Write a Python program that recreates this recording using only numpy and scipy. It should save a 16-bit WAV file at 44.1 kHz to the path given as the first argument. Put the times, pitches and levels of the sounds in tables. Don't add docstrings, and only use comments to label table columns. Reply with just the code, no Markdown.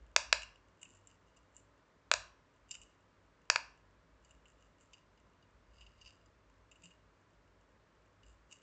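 import sys
import numpy as np
from scipy import signal
from scipy.fft import rfft, irfft
from scipy.io import wavfile

SR = 44100
rng = np.random.default_rng(int(sys.argv[2]) if len(sys.argv) > 2 else 0)


def unload_audio(sound):
    columns = np.transpose(np.atleast_2d(sound))
    steps = np.round(np.clip(columns, -1, 1) * 32767)
    wavfile.write(sys.argv[1], SR, steps.astype(np.int16))


N = 380141
TIME = np.arange(N) / SR
HIT_SIZE = 4096
HIT_TIME = np.arange(HIT_SIZE) / SR
HIT_HZ = np.fft.rfftfreq(HIT_SIZE, 1 / SR)
LEAD_S = .002


def pops(bounce_s=.0004, bounce=0.76, low_hz=500, soft_hz=7800,
         hollow_dips=((810, 150, .6), (1890, 170, .85), (3100, 220, .65)),
         detune=.02, scatter_db=4.0, dip_depth=.85, dip_width_hz=450, trim_db=1):
    # (time [s], centre of a treble dip in this pop [Hz], then 10 ms rms before trim:
    # thud [dB], body [dB], ring [dB], clack [dB], crack [dB], edge [dB])
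    snaps = [(0.1631, 4250, -35.5, -30, -28, -27.5, -30, -31.5),
             (0.3276, 3650, -37, -28.5, -27, -25, -33.5, -36),
             (2.1152, 5350, -36.5, -28, -30, -30, -40.5, -34.5),
             (2.1386, 5150, -41, -36.5, -38.5, -35.5, -38, -38.5),
             (3.5004, 3550, -39.5, -28.5, -30, -29.5, -31, -36),
             (3.5596, 5750, -42.5, -31, -33, -33.5, -45.5, -46)]
    edges_hz = [300, 900, 2000, 3300, 5000, 6200, 9000]
    # (frequency [Hz], width [Hz], relative level [dB])
    bubble_modes = [(656, 111.5, -3.5), (1028, 190, -4), (1480, 610, -1), (1705.5, 240, 0), (2196, 260, -5),
                    (2420, 190, -2), (2560, 240, 0), (3360, 396, -8), (3790, 380, -4.5), (4680, 450, -1.5),
                    (5000, 510, -8.5), (5580, 440, -5.5), (6660, 340, -1.5), (6830, 370, -8)]

    hollow = 1
    for hz, width_hz, depth in hollow_dips:
        hollow = hollow * (1 - depth * resonance(HIT_HZ, hz, width_hz))
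    softness = 1 / np.sqrt(1 + (HIT_HZ / soft_hz) ** 20)
    outlet = highpass(HIT_HZ, low_hz, order=5) * hollow * softness

    out = np.zeros(N)
    mode_hz, mode_width_hz, mode_db = np.transpose(bubble_modes)
    for time_s, dip_hz, *band_db in snaps:
        stretch, weight = rng.standard_normal((2, len(bubble_modes)))
        pressed_hz = mode_hz * (1 + detune * stretch)
        pressed_db = mode_db + scatter_db * weight
        body = ring(HIT_HZ, zip(pressed_hz, mode_width_hz, pressed_db))
        delay = np.exp(-2j * np.pi * HIT_HZ * bounce_s * rng.uniform(.8, 1.4))
        bounces = (bounce - delay) / (1 - bounce * delay)
        treble_dip = 1 - dip_depth * resonance(HIT_HZ, dip_hz, dip_width_hz)
        snap = body * outlet * treble_dip * bounces
        add(out, strike(snap, edges_hz, band_db), time_s - LEAD_S)
    return out * undb(trim_db)


def ticks(chatter=0.18, spread_db=6, trim_db=0):
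    # (time [s], 10 ms rms of ring [dB], crack [dB], edge [dB], chatter decay time [s])
    knocks = [(0.421, -52, -60, -60, 0.0024), (0.432, -47, -58, -60, 0.002),
              (0.558, -66.5, -80, -80, 0.0018), (0.815, -65.5, -76, -61, 0.011),
              (0.83, -53, -72, -49.5, 0.0025), (0.855, -59.5, -82, -80, 0.0064),
              (1.072, -73, -74.5, -58, 0.0041), (1.369, -71.5, -73, -72.5, 0.0063),
              (1.566, -76.5, -73, -55, 0.0018), (2.7099, -51.5, -52.5, -47.5, 0.0056),
              (2.714, -53.5, -48, -53, 0.0028), (2.741, -53.5, -55, -62, 0.014),
              (2.752, -53, -62, -56.5, 0.0021), (2.816, -61, -73, -59.5, 0.0074),
              (4.248, -74.5, -71, -73, 0.0071), (4.308, -66, -80, -67.5, 0.0047),
              (4.456, -63.5, -82, -77, 0.0055), (4.933, -58, -57, -70, 0.009),
              (5.176, -76, -75, -89.5, 0.0049), (5.426, -72.5, -73, -92, 0.0044),
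              (5.812, -58.5, -67, -79, 0.013), (5.865, -62, -64, -89, 0.0066),
              (6.013, -60.5, -53, -81, 0.0088), (6.06, -58, -53.5, -78, 0.017),
              (6.26, -82, -71.5, -79, 0.0032), (6.714, -61, -71, -66.5, 0.0072),
              (6.757, -65.5, -83, -75, 0.0094), (6.835, -60.5, -76, -58.5, 0.025),
              (6.906, -64, -76, -80, 0.0079), (8.232, -67, -71, -86, 0.0033),
              (8.526, -59, -57.5, -61.5, 0.003)]
    edges_hz = [2100, 3300, 6600, 9000]

    out = np.zeros(N)
    body = shell(HIT_HZ)
    for time_s, *band_db, decay_s in knocks:
        sign, size = rng.standard_normal((2, HIT_SIZE))
        roughness = unit(sign * undb(spread_db * size))
        contacts = chatter * roughness * np.exp(-HIT_TIME / decay_s)
        contacts[0] += 1
        add(out, strike(rfft(contacts) * body, edges_hz, band_db), time_s - LEAD_S)
    return out * undb(trim_db)


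def rubbing(slips_per_s=600, spread_db=4, catches_per_s=70, catch_db=12, trim_db=-1,
            edge_hz=(5500, 7200), dome_hz=4910, dome_width_hz=240):
    # (time of peak [s], peak rms before trim [dB], attack [s], release [s],
    # top sizzle relative to body [dB], round dome's ring relative to body [dB])
    slides = [(0.835, -63, 0.016, 0.023, 2, -20), (0.915, -64, .02, 0.045, 3, -20),
              (1.1, -71, .015, .04, -6, -22), (1.29, -73, 0.022, 0.028, -7, -20),
              (1.58, -65.5, 0.027, 0.024, 10, -20), (2.713, -56, 0.01, .03, -1, -19),
              (2.83, -67.5, .04, 0.07, -6, -20), (4.3, -77, 0.055, 0.052, -1, -15),
              (4.487, -67.5, .012, .025, 5, -17), (4.62, -76, .02, 0.049, -2.5, -20),
              (4.805, -66.5, .004, 0.033, 6, -15), (4.99, -71, 0.041, 0.033, -12.5, -13),
              (5.825, -63.5, 0.058, .035, -10, -4), (6.06, -62.5, 0.062, 0.054, -13, -5),
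              (6.845, -64, 0.024, 0.046, -3, -11), (8.28, -74.5, 0.036, 0.043, 2, -8),
              (8.52, -58, 0.011, 0.039, -3, -19)]

    f = np.fft.rfftfreq(N, 1 / SR)
    small_steps = rng.random(N) < slips_per_s / SR
    catches = rng.random(N) < catches_per_s / SR
    steps = small_steps + undb(catch_db) * catches
    signs = rng.choice([-1, 1], N)
    slips = rfft(steps * signs * undb(spread_db * rng.standard_normal(N)))

    scrape = slips * shell(f)
    top = np.interp(f, edge_hz, [0, 1])
    body = unit(irfft(scrape * (1 - top), N))
    sizzle = unit(irfft(scrape * top, N))
    dome = unit(irfft(slips * resonance(f, dome_hz, dome_width_hz), N))

    out = np.zeros(N)
    for time_s, peak_db, attack_s, release_s, sizzle_db, dome_db in slides:
        colour = unit(body + undb(sizzle_db) * sizzle + undb(dome_db) * dome)
        out += undb(peak_db) * swell(time_s, attack_s, release_s) * colour
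    return out * undb(trim_db)


def creaks(per_s=9, spread_db=3.5, level_db=-92, dull_hz=5000):
    f = np.fft.rfftfreq(N, 1 / SR)
    slips = (rng.random(N) < per_s / SR) * undb(spread_db * rng.standard_normal(N))
    muffling = 1 / (1 + 1j * f / dull_hz) ** 2
    return unit(irfft(rfft(slips) * shell(f) * muffling, N)) * undb(level_db)


def shell(f, low_hz=2200):
    # (frequency [Hz], width [Hz], relative level [dB])
    shell_modes = [(1439, 180, -14), (2249, 140, -26), (2720, 66, -6), (2838, 63, 3.5), (2906, 43, -1.5),
                   (3690, 250, -16), (4692, 100, -16.5), (4947, 93, -11), (5515, 90, -15.5),
                   (6250, 220, -12.5), (6600, 200, -10.5), (6840, 260, -8), (7220, 200, 2.5),
                   (7337, 160, -4), (8700, 760, -14.5)]
    return ring(f, shell_modes) * highpass(f, low_hz, order=3)


def strike(spectrum, edges_hz, band_db):
    bands = list(zip(edges_hz[:-1], edges_hz[1:]))
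    power = [np.sum(abs(spectrum[(HIT_HZ >= lo) & (HIT_HZ < hi)]) ** 2) for lo, hi in bands]
    now_db = 10 * np.log10(2 * np.array(power) / HIT_SIZE / (.01 * SR))
    gain = undb(np.interp(HIT_HZ, np.mean(bands, axis=1), np.array(band_db) - now_db))
    lead = np.exp(-2j * np.pi * HIT_HZ * LEAD_S)
    return irfft(spectrum * gain * lead)


def ring(f, modes):
    return sum(undb(db) * resonance(f, hz, width_hz) for hz, width_hz, db in modes)


def resonance(f, hz, width_hz):
    return 1j * f * width_hz / (hz ** 2 - f ** 2 + 1j * f * width_hz)


def highpass(f, hz, order):
    return signal.freqs(*signal.butter(order, hz, "high", analog=True), f)[1]


def swell(time_s, attack_s, release_s):
    return np.exp(-np.maximum((time_s - TIME) / attack_s, (TIME - time_s) / release_s))


def undb(db):
    return 10 ** (np.asarray(db) / 20)


def unit(x):
    return x / np.sqrt(np.mean(x ** 2))


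def add(out, x, time_s):
    i = int(time_s * SR)
    out[i:i + len(x)] += x[:N - i]


def room(x, desk_s=.0064, desk_db=-25, wall_s=0.011, build_s=0.0096, wet_db=-13, near_db=-3):
    # (band centre [Hz], t60 [s], relative level [dB])
    room_bands = [(445.5, 0.22, -4), (600, 0.3, 4), (730, 0.46, 0), (940, 0.46, 1), (1380, .36, -2.5),
                  (1750, 0.43, -0.5), (2231, 0.32, -3), (2751, 0.41, -1), (3570, 0.31, -3.5),
                  (4338, 0.32, 0.5), (4987, 0.31, -2), (5909, 0.4, -2), (6376, 0.27, -0.5),
                  (8000, 0.28, 0.5)]

    t = np.arange(SR * 3 // 4) / SR
    f = np.fft.rfftfreq(len(t), 1 / SR)
    noise = rfft(rng.standard_normal(len(t)))
    centres_hz = [row[0] for row in room_bands]
    tail = np.zeros(len(t))
    for share, (_, t60_s, db) in zip(np.eye(len(room_bands)), room_bands):
        band = irfft(noise * np.interp(f, centres_hz, share), len(t))
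        tail += undb(db) * band * np.exp(-np.log(1000) * np.maximum(t - build_s, 0) / t60_s)
    tail *= np.where(t < wall_s, undb(near_db) * t / wall_s, 1)
    echoes = undb(wet_db) * tail / np.sqrt(np.sum(tail ** 2))
    echoes[int(desk_s * SR)] += undb(desk_db)
    return signal.fftconvolve(x, echoes)[:N]


def bumps(rise_s=.022):
    # (start [s], pitch [Hz], envelope peak [dB])
    hand_bumps = [(0.01, 55, -53), (2.16, 94, -59.5), (5.77, 54.4, -57), (6.83, 174.6, -62.5)]
    out = np.zeros(N)
    t = TIME[:SR // 4]
    for time_s, hz, peak_db in hand_bumps:
        envelope = t / rise_s * np.exp(1 - t / rise_s)
        add(out, undb(peak_db) * envelope * np.sin(2 * np.pi * hz * t), time_s)
    return out


def jostling(rest_db=-75.5):
    # (time of peak [s], peak of the added swell [dB], length [s])
    desk_leans = [(0.269, -62, .17), (2.178, -64, .06), (2.723, -68.5, 0.12), (4.1, -73, .4),
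                  (5.854, -65.5, 0.2), (6.5, -73, .35), (8.33, -68, .13)]
    power = undb(rest_db) ** 2
    for time_s, peak_db, length_s in desk_leans:
        power = power + undb(peak_db) ** 2 * np.exp(-((TIME - time_s) / length_s) ** 2)
    return np.sqrt(power)


def background(desk_hz=53, desk_width_hz=16, air_level_db=-70.5):
    # (frequency [Hz], relative density [dB per Hz])
    air_curve = [(70, -14), (130, -6.5), (170, -6), (225, -8), (280, -8), (340, -8.5), (630, -8),
                 (750, -15.5), (1000, -9), (1700, -14.5), (2800, -22.5), (4500, -27.5), (7200, -30.5),
                 (9000, -39.5)]
    # (frequency [Hz], width before squaring the response [Hz], rms level [dB])
    hum_lines = [(96.5, 15, -77), (164.16, 11, -87.5), (277.5, 10, -85.5)]

    f = np.fft.rfftfreq(N, 1 / SR)
    air_noise, desk_noise, hum_noise = rfft(rng.standard_normal((3, N)))
    curve_hz, curve_db = np.transpose(air_curve)
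    air_gain = undb(np.interp(np.log(f + 1), np.log(curve_hz), curve_db))
    air = unit(irfft(air_noise * air_gain * highpass(f, desk_hz, order=4), N))
    desk = unit(irfft(desk_noise * resonance(f, desk_hz, desk_width_hz) ** 2, N))
    hum = np.zeros(N)
    for hz, width_hz, db in hum_lines:
        hum += undb(db) * unit(irfft(hum_noise * resonance(f, hz, width_hz) ** 2, N))
    return air * undb(air_level_db) + desk * jostling() + hum


def scene():
    toy = pops() + ticks() + rubbing() + creaks()
    return (toy + room(toy) + bumps() + background())[None]


def record(dry, soft_hz=8200, top_hz=8650):
    rolloff = 1 / np.sqrt(1 + (np.fft.rfftfreq(N, 1 / SR) / soft_hz) ** 20)
    softened = irfft(rfft(dry) * rolloff, N)
    return signal.sosfilt(signal.ellip(8, .2, 70, top_hz, fs=SR, output="sos"), softened)


dry = scene()
out = record(dry)
unload_audio(out)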